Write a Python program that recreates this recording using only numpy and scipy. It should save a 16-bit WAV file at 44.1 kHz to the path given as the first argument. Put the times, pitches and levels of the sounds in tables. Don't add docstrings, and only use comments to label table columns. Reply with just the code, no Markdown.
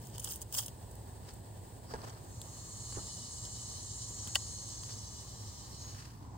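import sys
import numpy as np
from scipy import signal
from scipy.fft import rfft, irfft, next_fast_len
from scipy.io import wavfile
from scipy.ndimage import uniform_filter1d, map_coordinates

SR = 44100
rng = np.random.default_rng(int(sys.argv[2]) if len(sys.argv) > 2 else 0)


def put_to_file(sound):
    columns = np.atleast_2d(sound).T
    safe = np.clip(columns, -1, 1)
    whole_steps = np.round(safe * 32767)
    wavfile.write(sys.argv[1], SR, whole_steps.astype(np.int16))


N = 280917
TIME = np.arange(N) / SR
SIZE = next_fast_len(N)
HZ = np.fft.rfftfreq(SIZE, 1 / SR)

# [rise_s, hold_s, level_db, ebb_db_per_s]
NEAR_SWELL = (0.71, 1.69, -50.5, 11)
# [time_s, level_db, pitch_factor, tilt_db_per_octave, crush_db against the step]
STEPS = [(1.9388, -36.5, 0.954, 2, -7), (2.972, -38.5, 0.8, -40, -26)]


def amp(db):
    return 10 ** (np.asarray(db) / 20)


def unit(x):
    return x / np.sqrt(np.mean(x ** 2) + 1e-20)


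def read(points):
    rows = np.array(points, float)
    return np.interp(np.log(HZ + 1), np.log(rows[:, 0]), rows[:, 1])


def band(points):
    low_end = 1 + (points[0][0] / (HZ + 1)) ** 8
    high_end = (1 + (HZ / points[-1][0]) ** 16) ** .5
    return amp(read(points)) / low_end / high_end


def colour(x, gain):
    return irfft(rfft(x, SIZE) * gain, SIZE)[..., :N]


def causal(gain):
    cepstrum = irfft(np.log(gain + 1e-5), SIZE)
    fold = 1 + np.sign(SIZE / 2 - np.arange(SIZE))
    fold[0] = 1
    return np.exp(rfft(cepstrum * fold))


def noise():
    return rng.standard_normal((2, N))


def drift(rate_hz):
    return unit(colour(rng.standard_normal(N), np.exp(-(HZ / rate_hz) ** 2)))


def stroke(strokes, lean):
    power = np.zeros(N)
    for s, db, rise_s, decay_s, bright_db in strokes:
        near = slice(max(0, int((s - 8 * rise_s) * SR)), int((s + 8 * decay_s) * SR))
        away = np.maximum((s - TIME[near]) / rise_s, (TIME[near] - s) / decay_s)
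        power[near] += (amp(db + lean * bright_db) * np.exp(-away)) ** 2
    return np.sqrt(power)


def gestures(rows, rising):
    return [(s, db, rising * length_s, (1 - rising) * length_s, bright_db)
            for s, db, length_s, bright_db in rows]


def ring(s, hz, t60_s):
    age = np.arange(SR // 4) / SR
    out = np.zeros(N)
    out[round(s * SR):][:len(age)] = np.sin(2 * np.pi * hz * age) * np.exp(-np.log(1000) * age / t60_s)
    return out


def friction(strokes, spectrum, middle_hz, grains_per_s, spread_db, smooth, clumps=1):
    slips = rng.random(N) < grains_per_s / SR
    sizes = amp(spread_db * np.minimum(rng.exponential(1, N), 3)) * slips
    slip_noise = unit(sizes * rng.choice([-1, 1], (2, N)))
    grains = unit(clumps * (slip_noise + smooth * noise()))
    low_end = 1 + (spectrum[0][0] / (HZ + 1)) ** 4
    body = causal(unit(amp(read(spectrum)) / low_end))
    upper = 1 / (1 + (middle_hz / (HZ + 1)) ** 4)
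    return sum(colour(grains * stroke(strokes, lean), body * share)
               for share, lean in [(1 - upper, -.5), (upper, .5)])


def whistle(hz, width_hz):
    pole = np.exp(-np.pi * width_hz / SR)
    fuzz = unit(signal.lfilter([1], [1, -pole], noise()[:, :len(hz)]))
    song = (fuzz[0] + 1j * fuzz[1]) * np.exp(2j * np.pi * np.cumsum(hz) / SR)
    return np.array([song.real, song.imag])


def open_air(waver_db=0.86):
    # [pitch_hz, level_db per Hz]
    air_first = [(150, -105), (330, -84), (600, -86.5), (950, -87.5), (1300, -100), (1750, -98),
                 (2200, -106.7), (4500, -102.0), (6200, -106), (7100, -99.5), (7500, -102), (8150, -95),
                 (8900, -101.5), (11500, -108.8), (14800, -103.7)]
    air_second = [(150, -105), (330, -86.5), (600, -90.5), (1180, -88), (1450, -102), (1800, -98),
                  (2250, -106), (8000, -105), (11800, -103.5), (14800, -103.5)]
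    air_third = [(150, -105), (280, -77.5), (550, -92.5), (950, -82), (1400, -97), (1900, -103.9),
                 (2600, -110.2), (4400, -105.9), (8000, -104.1), (10500, -119.4), (14800, -112.3)]
    # [start_s, end_s]
    crossfades = [(2.3, 2.58), (5.95, 6.34)]
    second, third = (np.clip((TIME - a) / (b - a), 0, 1) for a, b in crossfades)
    spots = [(air_first, 1 - second), (air_second, second * (1 - third) ** 2), (air_third, third ** 2)]
    air = sum(colour(noise(), amp(read(spectrum))) * np.sqrt(share * SR / 2) for spectrum, share in spots)
    return air * amp(waver_db * drift(18.0))


def distant_rumble(level_db=-50.5, waver_db=0.5):
    # [pitch_hz, level_db]
    rumble_spectrum = [(20, -52), (31, -23), (42, -9.5), (56, -3.5), (75, -0.5), (92, 0), (118, 1.5),
                       (135, -5), (165, -9), (240, -12), (400, -30.5), (800, -75)]
    # [level_db against the step, rise_s, decay_s, brightness_db (not heard here)]
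    boom_db, rise_s, decay_s = (-10, .04, .12, 0)[:3]
    booms = [(s, step_db + boom_db, rise_s, decay_s, 0) for s, step_db, *_ in STEPS]
    level = np.hypot(amp(level_db + waver_db * drift(5.9)), stroke(booms, 0))
    return unit(colour(noise(), amp(read(rumble_spectrum)))) * level


def distant_hum(wander=0.0119):
    # [pitch_hz, level_db rms]
    hum_tones = [(102.4, -57), (59.2, -62.5), (120.6, -63.5), (239, -79.5)]
    return sum(amp(db) * np.sqrt(2) * np.sin(2 * np.pi * np.cumsum(hz * (1 + wander * drift(3.04))) / SR)
               for hz, db in hum_tones)


def swell(rise_s, hold_s, db, ebb_db_per_s):
    start_s, end_s, fade_s = 2.17, 6.15, .24
    age = TIME - start_s
    ebb_db = ebb_db_per_s * np.maximum(age - rise_s - hold_s, 0)
    return amp(db - ebb_db) * np.clip(age / rise_s, 0, 1) * np.clip((end_s - TIME) / fade_s, 0, 1)


def cicadas(throb_db=1.33, patchy_db=3.0):
    # [pitch_hz, level_db]
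    far_song = [(2450, -57), (2950, -1.5), (3300, -11), (4200, 3), (4700, 1), (5800, 3), (7000, -0.5),
                (9200, -9.5), (12000, -32)]
    near_song = [(5500, -3), (6400, 9), (7000, 8.5), (7650, 5), (8300, 1.5), (9200, -3), (10100, -4.5),
                 (10800, -27), (12500, -71)]
    # [rise_s, hold_s, level_db, ebb_db_per_s]
    far_swell = (0.99, 1.1, -51, 2.5)
    spacing_hz, ripple_db = 20, 2.2
    pitches = np.arange(0, SR / 2, spacing_hz)
    ripple = amp(ripple_db * np.interp(HZ, pitches, rng.standard_normal(len(pitches))))
    choruses = sum(unit(colour(noise(), band(song) * ripple)) * swell(*shape) * amp(throb_db * drift(20))
                   for song, shape in [(far_song, far_swell), (near_song, NEAR_SWELL)])
    spectra = signal.stft(choruses, nperseg=2048)[2]
    patches = uniform_filter1d(rng.standard_normal(spectra.shape[1:]), size=2, axis=0)
    patches = unit(uniform_filter1d(patches, size=24, axis=1))
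    return signal.istft(spectra * amp(patchy_db * patches))[1][:, :N]


def narrow_tones():
    # [pitch_hz, level_db against the chorus]
    fixed_pitches = [(4203, -13.5), (6184, -23), (6320, -11.5), (6594, -21), (6827, -12), (7130, -20),
                     (7223, -21), (7315, -23), (7571, -8), (7768, -18), (9077, -17), (9189, -25)]
    width_hz, waver_hz, waver_db = 16, 4, 4
    out = sum(amp(db) * whistle(np.full(N, hz), width_hz) * unit(amp(waver_db * np.tanh(drift(waver_hz))))
              for hz, db in fixed_pitches)
    return out * swell(*NEAR_SWELL)


def pulsing_tones(count=9):
    low_hz, high_hz, width_hz, wander_hz = 6450, 9200, 19, 69.9
    pulse_hz, pulse_db = 14, 6
    tilt_db_per_octave, level_db = -4.5, -7
    out = np.zeros((2, N))
    for hz in np.geomspace(low_hz, high_hz, count):
        pulses = unit(amp(pulse_db * np.tanh(drift(pulse_hz))))
        song = whistle(hz + wander_hz * drift(1), width_hz)
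        out += amp(tilt_db_per_octave * np.log2(hz / low_hz)) * pulses * song
    return amp(level_db) * unit(out) * swell(*NEAR_SWELL)


def soloists():
    # [start_s, end_s, first_hz, last_hz, width_hz, level_db]
    calls = [(3.949, 5.4, 6950, 6280, 85, -52), (4.097, 5.0, 7820, 7600, 80, -58),
             (5.775, 5.967, 6540, 6570, 60, -54)]
    rise_share, curve = 0.25, 0.56
    out = np.zeros((2, N))
    for start_s, end_s, first_hz, last_hz, width_hz, db in calls:
        span = (TIME > start_s) & (TIME < end_s)
        along = np.linspace(0, 1, span.sum())
        effort = np.interp(along, [0, rise_share, 1], [0, 1, 0]) ** curve
        pitch_hz = last_hz + (first_hz - last_hz) * (1 - along) ** 2
        out[:, span] += amp(db) * effort * whistle(pitch_hz, width_hz)
    return out


def scuffs(clump_db=2.5, clump_hz=90):
    # [pitch_hz, level_db]
    scuff_spectrum = [(150, -6.5), (400, -3), (650, -7.5), (900, -6.5), (1250, -5), (1750, -10.5),
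                      (2200, -17.5), (2950, -16), (3700, -20), (4600, -11.5), (5900, -15), (8000, -19),
                      (12000, -29.5)]
    # [time_s, level_db, length_s, brightness_db]
    shifts = [(1.295, -64.5, 0.085, 22), (1.917, -50, 0.04, -8), (1.955, -63, 0.015, -9),
              (1.985, -53, 0.053, -5), (2.045, -48.5, 0.05, -7), (2.08, -51.5, 0.21, -2.5),
              (2.927, -51, 0.015, -2), (2.955, -51, 0.033, 3), (3.46, -55, 0.033, -9),
              (4.28, -54.5, 0.079, 4), (4.9, -60, 0.077, 14), (6.0, -60, 0.24, 21)]
    late_s, rise_s, decay_s, bright_db = .004, .0025, .022, -12
    crushes = [(s + late_s, db + crush_db, rise_s, decay_s, bright_db + tilt)
               for s, db, _, tilt, crush_db in STEPS]
    return friction(gestures(shifts, rising=0.5) + crushes, scuff_spectrum, middle_hz=1350,
                    grains_per_s=1200, spread_db=2.0, smooth=1.0, clumps=amp(clump_db * drift(clump_hz)))


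def steps():
    # [pitch_hz (before the pitch factor), level_db, t60_s]
    ground = [(151, -5, 0.09), (330, -16, 0.05), (490, 2, 0.05), (670, -4, 0.045), (915, -2, 0.06),
              (1730, -11, 0.08)]
    ball_late_s, ball_db, ball_pitch = 0.00822, -11, 0.835
    heels = [row[:4] for row in STEPS]
    balls = [(s + ball_late_s, db + ball_db, pitch * ball_pitch, tilt) for s, db, pitch, tilt in heels]
    thud = sum(amp(db + mode_db + tilt * max(np.log2(hz / 600), 0)) * ring(s, hz * pitch, t60_s)
               for s, db, pitch, tilt in heels + balls for hz, mode_db, t60_s in ground)
    return np.array([thud, thud])


def litter():
    # [pitch_hz, level_db]
    litter_spectrum = [(1000, -37), (3700, -32), (4500, 0), (5400, -4), (6300, -15), (12000, -32)]
    # [time_s, level_db, rise_s, decay_s]
    stirs = [(1.92, -53.5, 0.026, .015), (1.9385, -43, .0005, 0.0014), (2.018, -46.5, .0005, 0.0013),
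             (2.149, -52, .0005, .0015)]
    rustle = unit(colour(noise(), causal(amp(read(litter_spectrum)))))
    return rustle * stroke([(*row, 0) for row in stirs], 0)


def flecked(x, fleck_db=3.5, fleck_hz=1100, fleck_s=.003):
    hz, s, spectra = signal.stft(x, SR, nperseg=128)
    cells = np.array(np.meshgrid(hz / fleck_hz, s / fleck_s, indexing="ij"))
    chance = rng.standard_normal(cells.max((1, 2)).astype(int) + 2)
    flecks = unit(map_coordinates(chance, cells, order=1))
    return signal.istft(spectra * unit(amp(fleck_db * flecks)))[1][:, :N]


def leaves():
    # [pitch_hz, level_db]
    leaf_spectrum = [(300, -17.5), (650, -11.5), (950, -3.5), (1450, -8), (2000, -14.5), (2350, -19),
                     (3100, -0.5), (4200, -10), (4800, 0.5), (5700, -0.5), (6600, 3), (9400, 2),
                     (11500, .5), (14800, 2)]
    # [time_s, level_db, length_s, brightness_db]
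    brushes = [(.06, -52.5, 0.086, -3), (.155, -47, 0.027, -14), (.275, -42.5, 0.088, -9),
               (.32, -39, 0.074, -0.5), (.551, -32.5, 0.018, -6.5), (.587, -28.5, 0.034, -2),
               (.635, -43.5, 0.079, -4), (2.1, -59, 0.023, -31)]
    # [time_s, level_db, brightness_db]
    crinkles = [(.071, -48, 0), (.181, -36, -6), (.196, -39, 2), (0.1995, -37.5, 2), (.243, -33.5, 2),
                (0.2454, -33, 4), (.298, -47, 3), (.319, -40, 7), (.359, -37, 3), (0.411, -46, 1),
                (0.417, -37.5, 7), (.421, -42, 4), (0.426, -41.5, -3), (.526, -37, 0), (.5295, -50, -3),
                (.553, -43, 0), (0.573, -32, 1), (.581, -37, 0), (.591, -30, -1), (0.619, -44, 3),
                (.661, -34.5, 5), (0.6823, -37, -5), (.913, -55, 15), (.954, -56, 10), (1.337, -53, 14),
                (3.452, -42, -16), (4.274, -38, -6), (4.835, -45, -22), (4.906, -45, -21)]
    snap_db, snap_s = 1, .0004
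    crackle_db = -5
    drags = gestures(brushes, rising=0.6)
    buckles = [(s, db, 0.0005, 0.0045, bright_db) for s, db, bright_db in crinkles]
    snaps = [(s, db + snap_db, snap_s / 2, snap_s, bright_db) for s, db, bright_db in crinkles]
    slide = friction(drags + buckles + snaps, leaf_spectrum, middle_hz=5450,
                     grains_per_s=2600, spread_db=1.0, smooth=1.0)
    crackle = friction(drags, leaf_spectrum, middle_hz=5700, grains_per_s=260, spread_db=2, smooth=0)
    return flecked(slide + amp(crackle_db) * crackle)


def cracks():
    # [pitch_hz, level_db]
    crack_spectrum = [(250, -22), (550, -2), (1700, -2.5), (2250, -13), (3000, -4), (4100, -7), (6000, 0),
                      (8200, 0.5), (10000, -3.5), (12000, -7), (14500, -8)]
    # [time_s, level_db, decay_s, brightness_db]
    snips = [(2.4164, -43, 0.0008, 16), (4.3495, -34, .0012, 10), (4.3515, -32, .002, -8),
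             (4.3538, -35, .0009, 12), (4.355, -32, .0007, 12), (4.3564, -27, 0.0011, 9),
             (4.3584, -33, 0.0015, -2), (4.3604, -36, .0009, 10)]
    rise_s, splinter_db, splinter_decay_s = 0.00018, -24.5, 0.017
    breaks = [(s, db, rise_s, decay_s, bright_db) for s, db, decay_s, bright_db in snips]
    splinters = [(s, db + splinter_db, rise_s, splinter_decay_s, bright_db) for s, db, _, bright_db in snips]
    return friction(breaks + splinters, crack_spectrum, middle_hz=2160,
                    grains_per_s=7000, spread_db=1.2, smooth=0.44)


def strike(modes, s, blow_db, build_up_s):
    rise = 1 - np.exp(-np.maximum(TIME - s, 0) / build_up_s)
    sides = [sum(amp(blow_db + db + lean * side_db) * ring(s, hz, t60_s) for hz, db, t60_s, side_db in modes)
             for lean in (.5, -.5)]
    return rise * np.array(sides)


def shears():
    # [pitch_hz, level_db, t60_s, left_over_right_db]
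    catch = [(3550, -4, .009, 0), (4000, -1, .008, 0), (4400, -2, .008, 0), (8850, -2, .007, 0),
             (9700, -5, .006, 0), (11300, -1, .006, 0)]
    blades = [(2850, -3, .018, -14), (3010, -0.5, .026, 8), (3480, -6, .025, 0), (3650, -13, .025, -2),
              (4500, -7.5, .032, 9), (4690, -10, .028, 6), (5130, -16, .028, 3), (5290, -15, .035, 0),
              (5480, -16, .03, -10), (5900, -15, .024, 4), (6600, -16, .03, 2), (6810, -15, .04, -9),
              (7570, -17, .035, 0), (8120, -16, .03, 0)]
    handles = [(600, -4, .024, 0), (800, 0, .026, 0), (1130, -1, .024, 2), (1400, -2, .022, 0),
               (1560, -1, .025, 0), (1930, 1, .028, 6)]
    # [time_s, level_db]
    catch_tick = (2.4161, -35)
    tick = strike(catch, *catch_tick, build_up_s=.0003)
    jaws_shut = strike(blades, s=4.3547, blow_db=-18, build_up_s=.00075)
    handles_meet = strike(handles, s=4.357, blow_db=-30.5, build_up_s=.001)
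    return tick + jaws_shut + handles_meet


def ports(pair):
    # [pitch_hz, left_lead_rad]
    port_phase = [(200, 0), (950, -1.1), (2200, -6.4), (3500, -7), (6000, -2.6), (7200, -.9), (9100, .2),
                  (11700, 3.1), (13000, 3.5), (14800, 6.2)]
    # [pitch_hz, likeness 0-1]
    port_likeness = [(90, .97), (500, .5), (1700, .55), (2500, .2), (3000, .65), (3600, .15), (6500, .45),
                     (8400, .97), (10500, .75), (14800, .92)]
    a, b = rfft(pair, SIZE)
    same = np.clip(read(port_likeness), 0, 1)
    right = (same * a + np.sqrt(1 - same ** 2) * b) * np.exp(-1j * read(port_phase))
    return irfft(np.array([a, right]), SIZE)[:, :N]


def scene():
    background = open_air() + distant_rumble() + distant_hum()
    chorus = cicadas() + narrow_tones() + pulsing_tones() + soloists()
    work = leaves() + scuffs() + steps() + litter() + cracks()
    return ports(background + chorus + work) + shears()


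def record(dry, balance_db=0.6, edge_hz=15850):
    tilt = amp(np.array([[-.5], [.5]]) * balance_db / (1 + (HZ / 700) ** 2))
    low_pass = signal.firwin(511, edge_hz, window=("kaiser", 9), fs=SR)
    return signal.oaconvolve(colour(dry, tilt), low_pass[None], "same")


dry = scene()
out = record(dry)
put_to_file(out)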